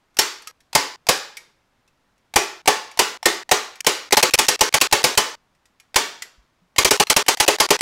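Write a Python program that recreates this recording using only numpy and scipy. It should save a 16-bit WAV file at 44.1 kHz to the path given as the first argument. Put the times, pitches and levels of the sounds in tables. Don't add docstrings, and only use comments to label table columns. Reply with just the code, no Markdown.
import sys
import numpy as np
from scipy import signal
from scipy.fft import rfft, irfft
from scipy.io import wavfile
from scipy.ndimage import map_coordinates

SR = 44100
rng = np.random.default_rng(int(sys.argv[2]) if len(sys.argv) > 2 else 0)


def to_wav(s):
    ch = np.atleast_2d(s).T
    pcm = np.round(np.clip(ch, -1, 1) * 32767)
    wavfile.write(sys.argv[1], SR, pcm.astype(np.int16))


N = 344418
T = np.arange(SR * 3 // 4) / SR
HZ = np.fft.rfftfreq(len(T), 1 / SR)

# (time [s], latch lead [s], length up to the splice [s], thump gain [dB], knock gain [dB],
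# knock pitch [Hz], steel pitch [Hz])
SHOTS = [(0.1871, 0.019, .328, -2, -3.5, 386, 5540), (0.7495, 0.02, .212, 7.5, 3, 872, 4940),
         (1.0865, .019, .75, 1, 3, 554, 4870), (2.3581, .020, .261, 9, 5, 850, 2300),
         (2.6745, 0.017, 0.51, -1, 7.5, 774, 2273), (2.9902, 0.017, .185, -6, 2.5, 937, 2870),
         (3.2551, 0.027, .18, -1, 2.5, 352, 1837), (3.512, .021, 0.3, -4.5, 4, 744, 1856),
         (3.8647, 0.019, .229, -7, 1.5, 434, 3044), (4.1228, .015, .029, -3, 2.5, 399, 2090),
         (4.168, .013, 0.041, 2, 3, 853, 4231), (4.226, 0.014, 0.076, -4, 3.5, 495, 4260),
         (4.3356, 0.028, 0.023, 4, -6, 515, 2470), (4.3867, 0.009, 0.075, -6, -2, 894, 2560),
         (4.4825, 0.018, 0.08, -15, -4, 503, 5720), (4.6076, 0.016, 0.086, 2, 2.5, 882, 5700),
         (4.7391, 0.014, 0.048, 1, -1, 1090, 2230), (4.8112, 0.0081, .063, 0, -2.5, 1086, 2670),
         (4.9242, 0.012, 0.1, 3.5, 3.5, 852, 2627), (5.039, 0.0098, 0.11, 6, 1, 502, 4730),
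         (5.174, 0.024, .181, 3, 1, 1028, 3110), (5.9581, .015, .75, 2, -1.5, 1052, 1892),
         (6.7815, 0.02, 0.0573, 7, -0.5, 1137, 2135), (6.846, 0.016, 0.047, 6, 2, 382, 2306),
         (6.9074, 0.016, .062, 4.5, 1, 422, 5300), (6.9977, 0.025, 0.042, 3, 3.5, 839, 2886),
         (7.0982, 0.029, .037, 1, -2, 864, 4110), (7.1627, 0.024, 0.066, 0, 0.5, 884, 3190),
         (7.2814, 0.018, 0.069, -9, 1, 896, 3054), (7.3993, 0.028, 0.054, 1, 0, 847, 1990),
         (7.478, .015, 0.088, -12, 5.5, 505, 2620), (7.5997, 0.015, 0.067, -4, 3.5, 1070, 4930),
         (7.7039, 0.016, .065, -4, 5.5, 408, 2356), (7.8077, .018, .1, 18, 8.5, 833, 2070)]
# (time [s], level [dB], ping pitch [Hz])
GUN_CLICKS = [(0.144, -48.5, 1470), (0.421, -30, 1268), (0.472, -16, 1273), (0.604, -41, 1800),
              (1.369, -16, 2280), (1.877, -45.5, 2650), (2.179, -52.5, 2280), (2.913, -28.5, 2300),
              (3.756, -30.5, 2350), (3.805, -9.5, 2348), (5.549, -51, 1920), (5.655, -41.5, 1920),
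              (5.799, -33.5, 2420), (6.221, -13.5, 2000)]
# (time [s], level [dB], pitch [Hz])
CARPET_BUMPS = [(6.378, -45.5, 49.4), (6.615, -52.5, 177)]
# (frequency [Hz], level [dB], t60 [s])
SEAT_MODES = [(164, -13, 0.11), (290, -12, 0.15), (366.2, -7, 0.21), (417.2, -6, 0.33), (503, -2, .1),
              (584, 1.5, 0.062), (758, -12, 0.1), (855, 2.5, 0.087), (870, -14.5, 0.9), (1038, -2, 0.1),
              (1145, -12, 0.64)]
BODY_MODES = [(1863, -2.5, 0.11), (1954, -3.5, 0.047), (2115, -4, 0.15), (2730, -10.5, 0.052),
              (3120, -4, 0.2), (4050, -4.5, 0.097), (5400, -7, 0.056), (5830, -2.5, 0.049),
              (7070, -6.5, 0.097), (11060, -5.5, 0.13)]
SPRING_MODES = [(1503, -2.5, 0.44), (1770, -4, 0.5), (1834, 2.5, .45), (2030, -3, 0.28), (2196, -4.5, 0.4),
                (2970, 1.5, 0.38), (4800, -3, .5), (5560, -3, 0.24), (5640, -5, 0.25), (7300, -8.5, .35)]
HANDLE_MODES = [(1640, -9, 0.33), (1880, -3.5, .2), (2169, -5, .17), (4102, -6.5, .15), (5600, 0.5, .13),
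                (6761, -10, 0.17), (7773, -14, 0.17), (9281, -9, .09), (11530, -9, .18)]
# (frequency [Hz], level [dB])
CLASH_EQ = [(200, -28), (900, -12.5), (1400, -6.5), (2300, 1.5), (3800, -2.5), (5600, 0.5), (8000, -3.5),
            (12000, -10.5), (16000, -18)]
KNOCK_EQ = [(40, -24.5), (220, -14), (370, -4.5), (550, -5.5), (930, 0), (1350, -10.5), (2200, -12.5),
            (5000, -23.5), (16000, -49)]
THUMP_EQ = [(15, -9), (35, -1.5), (80, -8), (160, -2.5), (400, -24.5), (2000, -73)]
LATCH_EQ = [(30, -11.5), (170, -16), (500, -8.5), (900, -2), (1400, -7), (2150, -2), (3200, -4.5),
            (5300, -3), (9000, -12), (16000, -21.5)]
REVERB_EQ = [(30, -19), (120, -19), (230, -6.5), (400, 2), (620, -2), (1000, 0), (1400, 0.5), (2100, 0),
             (3700, -1.5), (5200, -1.5), (7000, -2.5), (10000, -11.5), (16000, -22)]
ROOM_TONE_EQ = [(20, -6.5), (100, -8), (250, -9.5), (450, -14), (1000, -12.5), (3000, -21.5), (6000, -27.5),
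                (9000, -33.5), (16000, -40)]
# (frequency [Hz], t60 [s])
REVERB_DECAY = [(60, 0.27), (300, 0.42), (1000, 0.49), (5000, 0.46), (9000, 0.335), (16000, 0.37)]


def amp(db):
    return 10 ** (np.asarray(db) / 20)


def curve(points, hz):
    freqs, values = np.transpose(points)
    return np.interp(np.log(hz + 1), np.log(freqs + 1), values)


def noise(eq, bright_db=0, colour_db=0, size=len(T)):
    hz = np.fft.rfftfreq(size, 1 / SR)
    shelf = hz ** 2 / (hz ** 2 + 5000 ** 2)
    gain = amp(curve(eq, hz) + bright_db * shelf + colour_db)
    shaped = irfft(rfft(rng.standard_normal(size)) * gain, size)
    return shaped / np.sqrt(np.mean(shaped ** 2) + 1e-20)


def bell(centre_hz, height_db, octaves):
    return height_db / (1 + (np.log2((HZ + 1) / centre_hz) / octaves) ** 2)


def ripple(depth_db, spacing_hz):
    return depth_db * map_coordinates(rng.standard_normal(SR // 16), [HZ / spacing_hz], mode='wrap')


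def fade(t60):
    return np.exp(-np.log(1000) * T / t60)


def burst(attack_s, t60):
    return (1 - np.exp(-(T / attack_s) ** 2)) * fade(t60)


def delay(sound, seconds):
    return np.interp(T - seconds, T, sound, left=0)


def ping(hz, t60):
    return np.sin(2 * np.pi * hz * T) * fade(t60)


def ring(modes, scatter_db, detune):
    hz, db, t60 = np.transpose(modes)
    strength, shift, phase = rng.standard_normal((3, len(hz)))
    pitches = hz * (1 + detune * shift)
    waves = np.sin(2 * np.pi * (pitches[:, None] * T + phase[:, None]))
    return amp(db + scatter_db * strength) @ (waves * fade(t60[:, None]))


def place(track, time, sound):
    splices = [start + length for start, _, length, *_ in SHOTS]
    cut = min((splice for splice in splices if splice > time + .004), default=np.inf)
    gate = np.clip((cut - time - T) / .002, amp(-28.5), 1)
    slot = track[round(time * SR):][:len(T)]
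    slot += (sound * gate)[:len(slot)]


def room_tone():
    return amp(-66.5) * noise(ROOM_TONE_EQ, size=N)


def reverb(bright_db, colour_db, echo_db):
    hz, t, bands = signal.stft(noise(REVERB_EQ, bright_db, colour_db), SR, nperseg=256)
    decay = np.exp(-np.log(1000) * t / curve(REVERB_DECAY, hz)[:, None])
    tail = signal.istft(bands * decay, SR, nperseg=256)[1][:len(T)]
    bloom = 1 - np.exp(-(T / .016) ** 2)
    slap = amp(echo_db) * delay(burst(.0026, .039), .026)
    return tail * (bloom + slap)


def carpet_bumps():
    track = np.zeros(N)
    for time, db, hz in CARPET_BUMPS:
        place(track, time, amp(db) * np.sin(2 * np.pi * hz * T) * burst(.0048, .17))
    return track


def gun_clicks():
    track = np.zeros(N)
    for time, db, ping_hz in GUN_CLICKS:
        colour_db = ripple(depth_db=3.2, spacing_hz=129.1) + bell(ping_hz, height_db=6, octaves=.07)
        steel = amp(-17) * ring(HANDLE_MODES, scatter_db=2, detune=.003) + amp(-9.5) * ping(ping_hz, .11)
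        click = noise(CLASH_EQ, colour_db=colour_db) * burst(.00069, .051)
        tail = amp(-19) * reverb(bright_db=2, colour_db=colour_db, echo_db=-7.5)
        place(track, time, amp(db - 11) * (click + steel + tail))
    return track


def latches():
    attack_s, soft_from_s, soft_db = .0014, 4.1, -7.5
    track = np.zeros(N)
    for time, lead_s, _, _, knock_db, _, steel_hz in SHOTS:
        envelope = burst(attack_s, .017) + amp(-21.5) * burst(.0055, .25)
        tick = noise(LATCH_EQ, colour_db=ripple(depth_db=3.5, spacing_hz=250)) * envelope
        steel = amp(-22) * ring(BODY_MODES, scatter_db=2, detune=.018) * fade(.05)
        steel += amp(-5.5) * ping(steel_hz, .018)
        wood = ring([(780, -1.5, .035), (905, -1.5, .035)], scatter_db=2.5, detune=.047)
        knock = amp(.6 * knock_db - 8.5 + soft_db * (time > soft_from_s)) * wood
        place(track, time - lead_s, amp(-18.5) * (tick + (steel + knock) * burst(attack_s, .87)))
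    return track


def seat_knock(thump_db, knock_db, knock_hz):
    recoil_s = .006
    db_per_octave = 3.5
    modes = [(hz, db - db_per_octave * abs(np.log2(hz / knock_hz)), t60) for hz, db, t60 in SEAT_MODES]
    wood = amp(-17) * ring(modes, scatter_db=1.5, detune=.008) + amp(-12) * ping(knock_hz, .077)
    wood = delay(wood * burst(.001, 1), recoil_s / 2)
    bite = amp(-2) * burst(.0019, .027)
    recoil = delay(burst(.0012, .06), recoil_s)
    knock = amp(-11.5) * noise(KNOCK_EQ) * (bite + recoil)
    thump = noise(THUMP_EQ) * (burst(.0018, .067) + amp(-15.5) * burst(.013, .11))
    return amp(knock_db) * (wood + knock) + amp(thump_db - 28.5) * thump


def driver_snap(bright_db, colour_db, steel_hz):
    clash = amp(1.5) * noise(CLASH_EQ, bright_db, colour_db) * burst(.003, .049)
    body = amp(-21) * ring(BODY_MODES, scatter_db=1.4, detune=.013) + amp(-12.5) * ping(steel_hz, .088)
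    return clash + body * burst(.0016, .92)


def staple_shots():
    track = np.zeros(N)
    for time, _, _, thump_db, knock_db, knock_hz, steel_hz in SHOTS:
        steel_db = ripple(depth_db=2.5, spacing_hz=69.99) + bell(steel_hz, height_db=2.5, octaves=.092)
        bright_db = .5 * np.log2(steel_hz / 3200)
        snap = driver_snap(bright_db, steel_db, steel_hz)
        knock = seat_knock(thump_db, knock_db, knock_hz)
        spring = amp(-35) * ring(SPRING_MODES, scatter_db=2.5, detune=.003)
        wood_db = bell(knock_hz, height_db=3.5, octaves=.15)
        wood_db += bell(550, height_db=.6 * knock_db, octaves=.9)
        tail = amp(-16) * reverb(bright_db, steel_db + wood_db, echo_db=-4)
        place(track, time, snap + knock + amp(.1 * knock_db) * (spring + tail))
    return track


def scene():
    return (latches() + staple_shots() + gun_clicks() + carpet_bumps() + room_tone())[None]


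def record(dry):
    ceiling, hardness, cutoff_hz = .53, 7, 15900
    clipped = dry / (1 + np.abs(dry / ceiling) ** hardness) ** (1 / hardness)
    lowpass = signal.firwin(129, cutoff_hz, window=('kaiser', 8), fs=SR)
    return signal.fftconvolve(clipped, lowpass[None], 'same', axes=1)


dry = scene()
out = record(dry)
to_wav(out)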